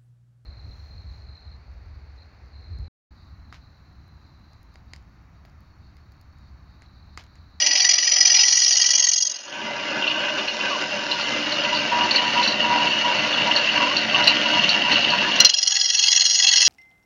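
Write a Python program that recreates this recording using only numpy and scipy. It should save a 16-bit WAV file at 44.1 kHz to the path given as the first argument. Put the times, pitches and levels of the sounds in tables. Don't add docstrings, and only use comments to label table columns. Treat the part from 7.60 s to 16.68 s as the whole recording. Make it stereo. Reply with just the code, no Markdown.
import sys
import numpy as np
from scipy import signal
from scipy.fft import rfft, irfft
from scipy.io import wavfile
from scipy.ndimage import uniform_filter1d, map_coordinates

SR = 44100
rng = np.random.default_rng(int(sys.argv[2]) if len(sys.argv) > 2 else 0)


def master(y):
    cut = np.clip(np.atleast_2d(y).T, -1, 1)
    pcm = np.round(cut * 32767)
    wavfile.write(sys.argv[1], SR, pcm.astype(np.int16))


N = 400428
TIME = np.arange(N) / SR
TAPS = 8192
HZ = np.fft.rfftfreq(TAPS, 1 / SR)

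TURN_HZ, TURN_FROM_S = 22.1, .0649
BITE_S, BITE_TIME_CONSTANT_S, SINK_FROM_S, SINK_TO_S, LEAVE_S = 1.832, 0.36, 2.98, 4.82, 7.84

SURGE_RATE_HZ, SURGE_CREST_S = 2.82, 5.19
# base level in dB biting in, base level in dB at full depth, swing with each
# surge in dB, gain when running free (negative inverts the wave), decay in dB per second after the cut.
RUMBLE = (-38, -36, 1.5, 0.07, 400)
GRIND = (-28.5, -25.5, 0.72, 0.12, 275.5)
RING = (-31.5, -25, 0, 0.23, 104)
HISS = (-35.5, -31, 0.5, -0.12, 128)


def cut_level(voice, depth):
    early_db, deep_db, surge_db, free, fall_db_per_s = voice
    bite = 1 - np.exp(-np.maximum(TIME - BITE_S, 0) / BITE_TIME_CONSTANT_S)
    running_free = np.interp(TIME, [BITE_S - .25, BITE_S - .1], [0, free])
    surge = np.cos(2 * np.pi * SURGE_RATE_HZ * (TIME - SURGE_CREST_S))
    db = early_db + (deep_db - early_db) * depth + surge_db * surge
    db = db - fall_db_per_s * np.maximum(TIME - LEAVE_S, 0)
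    return (bite + (1 - bite) * running_free) * amp(db)


RING_GROWTH_DB_PER_S = 0.7
# frequency in Hz, half width in Hz, relative level in dB biting in, the same at full depth.
SLAB_MODES = [(146, 7.4, -12, -15), (222.3, 33, -7, -8), (301.2, 20, -0.5, -5.5), (383.4, 10, -3.5, -18.5),
              (526, 44, -10.5, -12.5), (590, 49, -3, -10), (712, 24, -14, -11.5), (925, 250, -10.5, -14),
              (955, 17, -0.5, -6), (1184, 62, -10, -16), (1417, 53, -7, -10.5), (1543, 38, -3, -10.5),
              (1686, 46, -6, -13.5), (1885, 196, -16, -11), (2024, 11, -2, -3), (2280, 120, -12.5, -14),
              (2490, 25, -3, -14.5), (2781, 111, -1.5, 1), (2896, 18, 4, 4.5), (3011, 62, -6.5, -4),
              (3230, 100, -12.5, -10), (3592, 38, -8, -8), (3910, 160, -12.5, -9), (4396, 125, -8.5, -2.5),
              (5030, 190, -9.5, -11.5), (5660, 180, -14, -16), (6040, 130, -23, -19),
              (6995, 120, -21.5, -24)]
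# frequency in Hz, spectrum level in dB on the scale of the slab modes.
CUT_COLOUR = [(20, -27.5), (65, -43), (110, -17), (500, -20), (6500, -20), (7300, -45.5), (7900, -77),
              (8500, -57.5), (9000, -40.5), (9700, -49), (10400, -66), (16000, -85)]
# time in seconds, change of rumble and grinding in dB.
LOAD = [(1.95, -0.5), (2.35, 2), (2.72, 0.5), (2.95, -2), (3.1, 0), (3.3, -2), (4.3, 0.5)]
# start in seconds, length in seconds, added ring in dB against the usual one.
HARD_PATCHES = [(2.42, .11, 3), (2.53, .2, -8), (7.31, .07, -2)]
# multiple of the turn rate, level in dB against the rumble.
ORDERS_OF_TURN = [(10, -12), (17, -13), (26, -10), (27, -7), (28, -8)]


def cutting(bite_at=0.15, bite=0.41, throb=0.26):
    depth = np.interp(TIME, [SINK_FROM_S, SINK_TO_S], [0, 1])
    rumble, grind, rings, hiss = (cut_level(voice, depth) for voice in (RUMBLE, GRIND, RING, HISS))
    load_gain = amp(curves(LOAD)[0])
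    rumble, grind = load_gain * rumble, load_gain * grind
    growth = amp(RING_GROWTH_DB_PER_S * np.maximum(TIME - SINK_TO_S, 0))
    rings = rings * growth * (1 + swells(HARD_PATCHES, edge=0.023))

    spot = high_spot((TIME - TURN_FROM_S) * TURN_HZ - bite_at, rise=0.048, fall=0.049)
    load = (1 + throb * spot) * amp(.6 * wander(28) + .5 * wander(4))
    crush = load * evened(patchy(patch_db=2.5, span_hz=125.0, life=0.11) * amp(2. * wander(410)))
    chipped = load * patchy(patch_db=3.7, span_hz=110., life=.05)
    chips = evened(chipped * (1 + bite * spot) * amp(2.2 * np.clip(wander(110), -2, 2)))

    early, late = (np.hypot(resonances(SLAB_MODES, axis=k), spectrum(CUT_COLOUR)) for k in range(2))
    voices = [(crush, zone(5, 444), rumble), (crush, zone(429, 2610), grind),
              (chips, zone(2500, 3570), rings), (crush, zone(3260, 20000), hiss)]
    out = np.zeros(N)
    for drive, band, level in voices:
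        out += level * ((1 - depth) * ring(drive, band * early) + depth * ring(drive, band * late))
    for multiple, db in ORDERS_OF_TURN:
        phase = 2 * np.pi * multiple * TURN_HZ * TIME + .6 * wander(5)
        tone = np.sin(phase) * (1 + .5 * wander(8))
        out += rumble * amp(db) * evened(tone)
    return out


# time in seconds, relative level in dB.
PINGS = [(2.44, -15), (2.473, -12), (2.776, -14), (2.876, -15), (3.519, -14), (4.046, -13), (4.578, -9),
         (5.776, -10.5), (5.911, -6), (6.093, -8), (6.544, -5), (6.671, -9), (6.7705, -9), (7.0364, -8),
         (7.269, -24), (7.45, -17.5), (7.585, -9)]
# time in seconds, relative level in dB.
CRUNCHES = [(2.774, -20), (2.872, -27.5), (6.665, -19)]


def chipping(ping_db=-4.0):
    ping_force = bursts(PINGS, rise=0.00094, decay=0.0069) * rng.standard_normal(N)
    pings = ring(ping_force, resonances(SLAB_MODES, axis=1) * zone(2590, 3180))
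    crunch_force = bursts(CRUNCHES, rise=0.013, decay=0.015) * rng.standard_normal(N)
    crunches = ring(crunch_force, resonances(SLAB_MODES, axis=0) * zone(480, 4300))
    return amp(ping_db) * pings + crunches


SPOTS_BEFORE = [(.04, 0.12, 0.19, 0.04), (.45, 0.11, 0.27, .015), (.73, 0.052, 0.041, .005)]
SPOTS_AFTER = [(.062, 0.094, 0.15, -0.022), (.55, 0.073, 0.11, 0.045), (.745, .05, .06, .09)]
LIFT_S, LIFT_SHARE = 0.83, 0.78


def strokes_of_rim(after, second_db, third_db):
    turns = (TIME - TURN_FROM_S) * TURN_HZ + 0.0064 * wander(28)
    age = TIME - after * LEAVE_S
    length = np.where(after, 1, np.interp(TIME, [LIFT_S, BITE_S], [1, LIFT_SHARE]))
    strokes = []
    for early, late, db in zip(SPOTS_BEFORE, SPOTS_AFTER, [0, second_db, third_db]):
        at, rise, fall, creep = (np.where(after, b, a) for a, b in zip(early, late))
        press = high_spot(turns - at - creep * age, rise * length, fall * length)
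        strokes.append(amp(db + wander(43)) * press)
    return strokes


# time in seconds, base level of the ring in dB, base level of the
# low blade modes in dB, then second high spot, third high spot and steady contact in dB against the first spot.
RUB_BEFORE = [(0, -19, -24, -6, -19, -2), (.3, -16, -24, 0, -2, -27), (.42, -20, -28, -5.5, -12, -7),
              (.6, -15, -25.5, -2, -19, -21), (.8, -14, -22, 1.5, -13, -8), (.9, -15.5, -27.5, -10, 0, -6),
              (1.1, -16, -29.5, 2, 3, -9.5), (1.22, -16.5, -26.5, 4, 3, -10),
              (1.47, -17.5, -28.5, 3, -12, -18), (1.66, -21, -44, 2, -17, -29),
              (1.8, -39.5, -50, 1, 0, -10), (1.95, -46, -49, 2, 6, -5)]
RUB_AFTER = [(7.9, -22, -26.5, -31, -35, -36), (7.97, -19.5, -32.5, -19, -7, -20),
             (8.12, -20, -26, -4.5, 3, -10.5), (8.33, -20, -28, -10, -5, -12.5),
             (8.47, -16.5, -21.5, -9, -0.5, -13), (8.6, -15.5, -22.5, -1, 4.5, -16),
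             (8.74, -18, -29, -14, 1, -4), (8.85, -16, -19.5, 2.5, 1.5, -14.5),
             (9.08, -14.5, -21.5, 1, 3, -7)]
# start in seconds, length in seconds, added force in dB against the usual one.
HARD_STROKES = [(.058, .016, -4), (.288, .014, 0), (.335, .013, 1), (.604, .016, -2), (.65, .014, -3),
                (1.257, .012, 2), (1.304, .012, -2), (1.395, .012, -2), (1.575, .014, -4),
                (8.026, .012, -1), (8.071, .014, 1)]
# frequency in Hz, half width in Hz, relative level in dB rubbing lightly,
# the same rubbing deeper, the same after the cut.
BLADE_MODES = [(1673, 34, -46, -33, -12.5), (1944, 59, -12.5, -9, -12.5), (2036, 100, -24, -36, -14),
               (2353, 49, -15.5, -18.5, -33), (2760, 450, -24, -30, -31), (2678, 23, -29, -26, -6),
               (2885, 110, -15, -9, -5.5), (3156, 32, -15, -11, -6), (3278, 30, -14, -7.5, 1.5),
               (3344, 57, -20, -25, -5.5), (3806, 20, -11.5, -14, -19), (3990, 130, -34, -23, -12.5),
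               (4157, 61, -11.5, -23, -2), (4327, 103, -5, -8.5, -0.5), (4550, 76, -6, -5, -8),
               (4710, 42, 3.5, -7, -18), (4993, 63, 5, -2, 0), (5390, 70, -24, -8, -10.5),
               (5160, 85, 1.5, -10, -6.5), (5600, 51, -3, -2.5, -35), (5663, 51, -13, -2, 3.5),
               (5940, 89, -12, -1, -10), (5873, 88, 7.5, -6, -25), (6510, 72, -8, -2, -15),
               (6396, 43, -10, -6, -4.5), (6670, 39, -7, -15, -1), (6680, 36, -63, -20, -9)]
# frequency in Hz, spectrum level in dB on the scale of the blade modes, before a small shift.
RUB_COLOUR = [(1000, -58.5), (6800, -19), (7300, -38), (7900, -80.5), (8700, -51.5), (9400, -29),
              (9800, -40), (10200, -47), (10800, -80), (16000, -74)]
SLIP_S, SLIP_TAKES_S = 0.81, 0.11


def rubbing(low_share=0.6):
    ring_db, low_db, second_db, third_db, steady_db = curves(RUB_BEFORE + RUB_AFTER)
    after = TIME > (BITE_S + LEAVE_S) / 2
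    first, second, third = strokes_of_rim(after, second_db, third_db)
    digging = 1 + swells(HARD_STROKES, edge=.004)
    lesser = np.sqrt(second ** 2 + third ** 2 + amp(steady_db) ** 2)

    slipping = np.interp(TIME, [SLIP_S, SLIP_S + SLIP_TAKES_S, BITE_S], [0, 0.7, 1.4])
    place = np.where(after, 2, slipping)
    colours = [np.hypot(resonances(BLADE_MODES, axis=k), amp(shift_db) * spectrum(RUB_COLOUR))
               for k, shift_db in enumerate([0., 1.5, 1.5])]

    def scrape(force, band, singing=0):
        force = force / np.sqrt(uniform_filter1d(force ** 2, round(2 * SR / TURN_HZ)))
        friction = patchy(patch_db=5., span_hz=160., life=.04, size=1024)
        drive = force * evened(friction * amp(2.4 * wander(520)))
        rasp = sum(np.maximum(1 - abs(place - k), 0) * ring(drive, band * c) for k, c in enumerate(colours))
        return held(swayed(rasp) + singing * force, force)

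    high = scrape(np.hypot(first * digging, lesser), zone(3330, 22000), singing=screech() * digging)
    low = scrape(np.hypot(first, low_share * lesser), zone(1460, 3680))
    contact = during(RUB_BEFORE) + during(RUB_AFTER)
    return contact * (amp(ring_db) * high + amp(low_db) * low + water_spray(first, low_db, after))


# start in seconds, length in seconds, frequency in Hz, level in dB against the ring.
SCREECHES = [(.27, 0.43, 5880, -4), (0.514, 0.26, 5020, -9), (.55, 0.36, 5250, -17), (0.622, .11, 6200, -9),
             (0.8, .45, 5830, -12), (1.374, 0.44, 6430, -3), (8.3, 1, 6480, -12)]


def screech():
    return sum(chatter([(s, length, db)], hz, level_db=0., edge=.08, waver_hz=28., rough=.3)
               for s, length, hz, db in SCREECHES)


# time in seconds, relative level in dB.
KNOCKS = [(7.757, -35), (7.799, -4.5), (7.845, -2), (7.891, -16)]


def knocks(rim_db=9.5):
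    rim = amp(rim_db) * resonances([(4150, 59, 6), (2850, 72, -2), (5740, 100, -1.0)])
    light, left = resonances(BLADE_MODES, axis=0), resonances(BLADE_MODES, axis=2)
    colour = np.sqrt(light ** 2 + left ** 2 + rim ** 2)
    force = bursts(KNOCKS, rise=0.0028, decay=0.011) * rng.standard_normal(N)
    return ring(force, colour * zone(1300, 9800))


# time in seconds, relative level in dB.
SNAGS = [(2.4734, -25.5), (2.8789, -28), (3.512, -19.5), (3.605, -21.5), (3.919, -21.5), (4.148, -20.5),
         (4.5083, -17), (4.5567, -16), (4.827, -14.5), (4.873, -15), (4.9192, -27), (5.96, -14.5),
         (6.3647, -15.5), (6.6368, -13), (6.6715, -11), (7.0887, -13.5), (7.3163, -14), (7.4061, -20),
         (7.4994, -20)]
# frequency in Hz, half width in Hz, relative level in dB.
SNAG_MODES = [(2790, 190, -4), (3580, 140, -10.5), (4040, 150, 1), (4393, 137, 5.5), (4800, 220, -13),
              (5610, 200, -11), (7020, 130, -26.5)]


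def snags(level_db=-3.0, tail_db=-0.5):
    snap = bursts(SNAGS, rise=0.0022, decay=0.0025)
    tail = bursts(SNAGS, rise=0.0028, decay=0.023)
    grit = patchy(patch_db=3., span_hz=260., life=.06) * amp(2 * wander(500))
    return amp(level_db) * ring((snap + amp(tail_db) * tail) * grit, resonances(SNAG_MODES))


SQUEAL_HZ = 966
# start in seconds, length in seconds, relative level in dB.
SQUEALS = [(4.042, 0.032, -27.5), (4.12, 0.046, -27.5), (4.316, 0.16, -23), (4.572, 0.12, -27.5),
           (4.759, 0.072, -21.5), (4.86, 0.11, -34.5), (5.035, 0.094, -26), (5.11, 0.17, -24),
           (5.439, 0.089, -24), (5.855, 0.074, -31), (6.16, 0.024, -28), (6.21, 0.041, -24),
           (6.561, 0.079, -27), (6.852, 0.02, -25.5), (6.93, 0.079, -30.5), (7.236, 0.076, -29),
           (7.52, 0.039, -23.5), (7.652, 0.06, -28)]


def squeals(rasp_db=-7.0, rasp_width_hz=180.0):
    tone = chatter(SQUEALS, SQUEAL_HZ, level_db=-0.5, edge=0.024, waver_hz=8.0, rough=0.18)
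    rasp = ring(rng.standard_normal(N), resonances([(SQUEAL_HZ, rasp_width_hz, 0), (1460, 70, -2)]))
    return tone + amp(rasp_db) * swells(SQUEALS, edge=0.037) * rasp


WHISTLE_HZ = 2060
# start in seconds, length in seconds, relative level in dB.
WHISTLES = [(2.04, 0.71, -32), (3.61, 0.18, -26), (5.95, 0.79, -31.5)]


def whistles():
    return chatter(WHISTLES, WHISTLE_HZ, level_db=-9.5, edge=0.11, waver_hz=9.06, rough=0.56)


# start in seconds, length in seconds, first frequency in Hz,
# last frequency in Hz, relative level in dB.
WHINES = [(3.042, 0.053, 1570, 1550, -27), (3.101, 0.09, 1233, 942, -29), (5.727, 0.03, 3700, 3170, -24),
          (5.866, 0.052, 947, 875, -27), (6.154, 0.08, 1170, 1073, -28), (6.226, 0.12, 934, 1187, -25),
          (6.53, 0.048, 1100, 1185, -27), (7.628, 0.054, 1680, 1750, -25.5)]


def whines():
    out, waver_hz = np.zeros(N), 27 * wander(80)
    for s, length, first_hz, last_hz, db in WHINES:
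        part = np.clip((TIME - s) / length, 0, 1)
        hz = first_hz + (last_hz - first_hz) * part + waver_hz
        tone = evened(np.sin(2 * np.pi * np.cumsum(hz) / SR))
        out += amp(db) * np.sqrt(abs(np.sin(np.pi * part))) * tone
    return out * evened(1 + .55 * wander(70))


SPRAY_BEFORE_DB, SPRAY_AFTER_DB, SPRAY_FOLLOWS = -27, -30.5, 0.64
# frequency in Hz, relative spectrum level in dB.
SPRAY_SPECTRUM = [(25, -12), (120, -19), (420, -10.5), (585, 13), (650, 8.5), (750, 19.5), (1080, 11.5),
                  (1350, 13), (1800, 10), (5000, -29)]


def water_spray(first, low_db, after):
    splashing = patchy(patch_db=2.8, span_hz=170., life=0.16) * (1 + .5 * first)
    water_db = np.where(after, SPRAY_AFTER_DB, SPRAY_BEFORE_DB) + SPRAY_FOLLOWS * low_db
    return amp(water_db) * ring(splashing, spectrum(SPRAY_SPECTRUM))


# frequency in Hz, half width in Hz, relative level in dB.
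HUM_MODES = [(226, 67, -10), (299.6, 19, 6), (603, 21, 8.5)]
# start in seconds, length in seconds, level in dB.
HUM_SPELLS = [(0, 0.17, -44), (.2, 0.45, -52.5), (.7, 0.075, -48), (1.02, 0.069, -55), (1.22, 0.29, -54),
              (1.64, 0.28, -63), (7.85, 0.21, -54.5), (8.93, 0.11, -56)]


def low_hum():
    return swells(HUM_SPELLS, edge=0.022) * ring(rng.standard_normal(N), resonances(HUM_MODES))


def chatter(rows, hz, level_db, edge, waver_hz, rough):
    phase = 2 * np.pi * np.cumsum(hz + waver_hz * wander(43.2)) / SR
    return amp(level_db) * swells(rows, edge) * evened(np.sin(phase) * (1 + rough * wander(45)))


def high_spot(turns, rise, fall):
    offset = (turns + .5) % 1 - .5
    return np.exp(-(offset / np.where(offset < 0, rise, fall)) ** 2)


def held(x, force):
    def power(v):
        return uniform_filter1d(uniform_filter1d(v ** 2, 400), 400) + 1e-6
    keep = np.exp(-1 / (.002 * SR))
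    swing = signal.lfilter([1 - keep], [1, -keep], force)
    return x * (power(swing) / power(x)) ** .37


def swayed(x, sway_s=0.000156):
    return map_coordinates(x, [(TIME + sway_s * wander(11.4)) * SR], order=5, mode="nearest")


def softly_limited(x, limit):
    swing = uniform_filter1d(abs(signal.hilbert(x)), 16)
    return x / (1 + (swing / limit) ** 6) ** (1 / 6)


def ring(drive, gain):
    log_gain = np.log(np.maximum(gain, 1e-5))
    causal = np.exp(np.conj(signal.hilbert(np.r_[log_gain, log_gain[-2:0:-1]])))
    response = np.fft.ifft(causal).real[:TAPS // 2]
    return signal.oaconvolve(drive, response / np.linalg.norm(response))[:N]


def resonances(modes, axis=0):
    hz, width, *levels = np.transpose(modes)[:, :, None]
    peaks = np.linalg.norm(amp(levels[axis]) / (1 + ((HZ - hz) / width) ** 2), axis=0)
    return peaks * zone(1, 7400)


def spectrum(points):
    f, db = np.transpose(points)
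    return amp(np.interp(np.log(HZ + 1), np.log(f), db))


def zone(lo_hz, hi_hz, order=24):
    return 1 / np.sqrt((1 + (lo_hz / (HZ + 1)) ** order) * (1 + (HZ / hi_hz) ** order))


def patchy(patch_db, span_hz, life, size=2048):
    hz, t, z = signal.stft(rng.standard_normal(N), SR, nperseg=size)
    field = rng.standard_normal(z.shape)
    across, along = np.fft.fftfreq(len(hz), hz[1])[:, None], np.fft.fftfreq(len(t), t[1])
    smoothing = np.exp(-(across * span_hz) ** 2 - (along * life) ** 2)
    field = np.fft.ifft2(np.fft.fft2(field) * smoothing).real
    gain = amp(patch_db * np.clip(evened(field), -2, 1.5))
    return evened(signal.istft(z * gain, SR, nperseg=size)[1][:N])


def wander(rate_hz):
    f = np.fft.rfftfreq(N, 1 / SR)
    return evened(irfft(rfft(rng.standard_normal(N)) * np.exp(-(f / rate_hz) ** 2), N))


def bursts(rows, rise, decay):
    out = np.zeros(N)
    for s, db in rows:
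        age = np.maximum(TIME - s, 0)
        out += amp(db) * np.minimum(age / rise, 1) ** 2 * np.exp(-np.maximum(age - rise, 0) / decay)
    return out


def swells(rows, edge):
    return sum(amp(db) * np.clip(np.minimum(TIME - s, s + length - TIME) / edge + .5, 0, 1)
               for s, length, db in rows)


def during(rows, fade=0.2):
    start, end = rows[0][0], rows[-1][0]
    return np.interp(TIME, [start - fade, start, end, end + fade], [0, 1, 1, 0])


def curves(rows):
    s, *columns = np.transpose(rows)
    return [np.interp(TIME, s, c) for c in columns]


def evened(x):
    return x / np.sqrt(np.mean(x ** 2) + 1e-20)


def amp(db):
    return 10 ** (np.asarray(db) / 20)


def scene():
    scraping = softly_limited(rubbing() + snags(), limit=.78)
    blade = softly_limited(scraping + knocks(), limit=1.02)
    mono = cutting() + chipping() + blade + squeals() + whistles() + whines() + low_hum()
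    return np.array([mono, mono])


def record(dry):
    clipped = np.clip(dry, -1, 1)
    low_pass = signal.firwin(511, 15800, window=("kaiser", 9), fs=SR)
    return signal.oaconvolve(clipped, low_pass[None], "same")


dry = scene()
out = record(dry)
master(out)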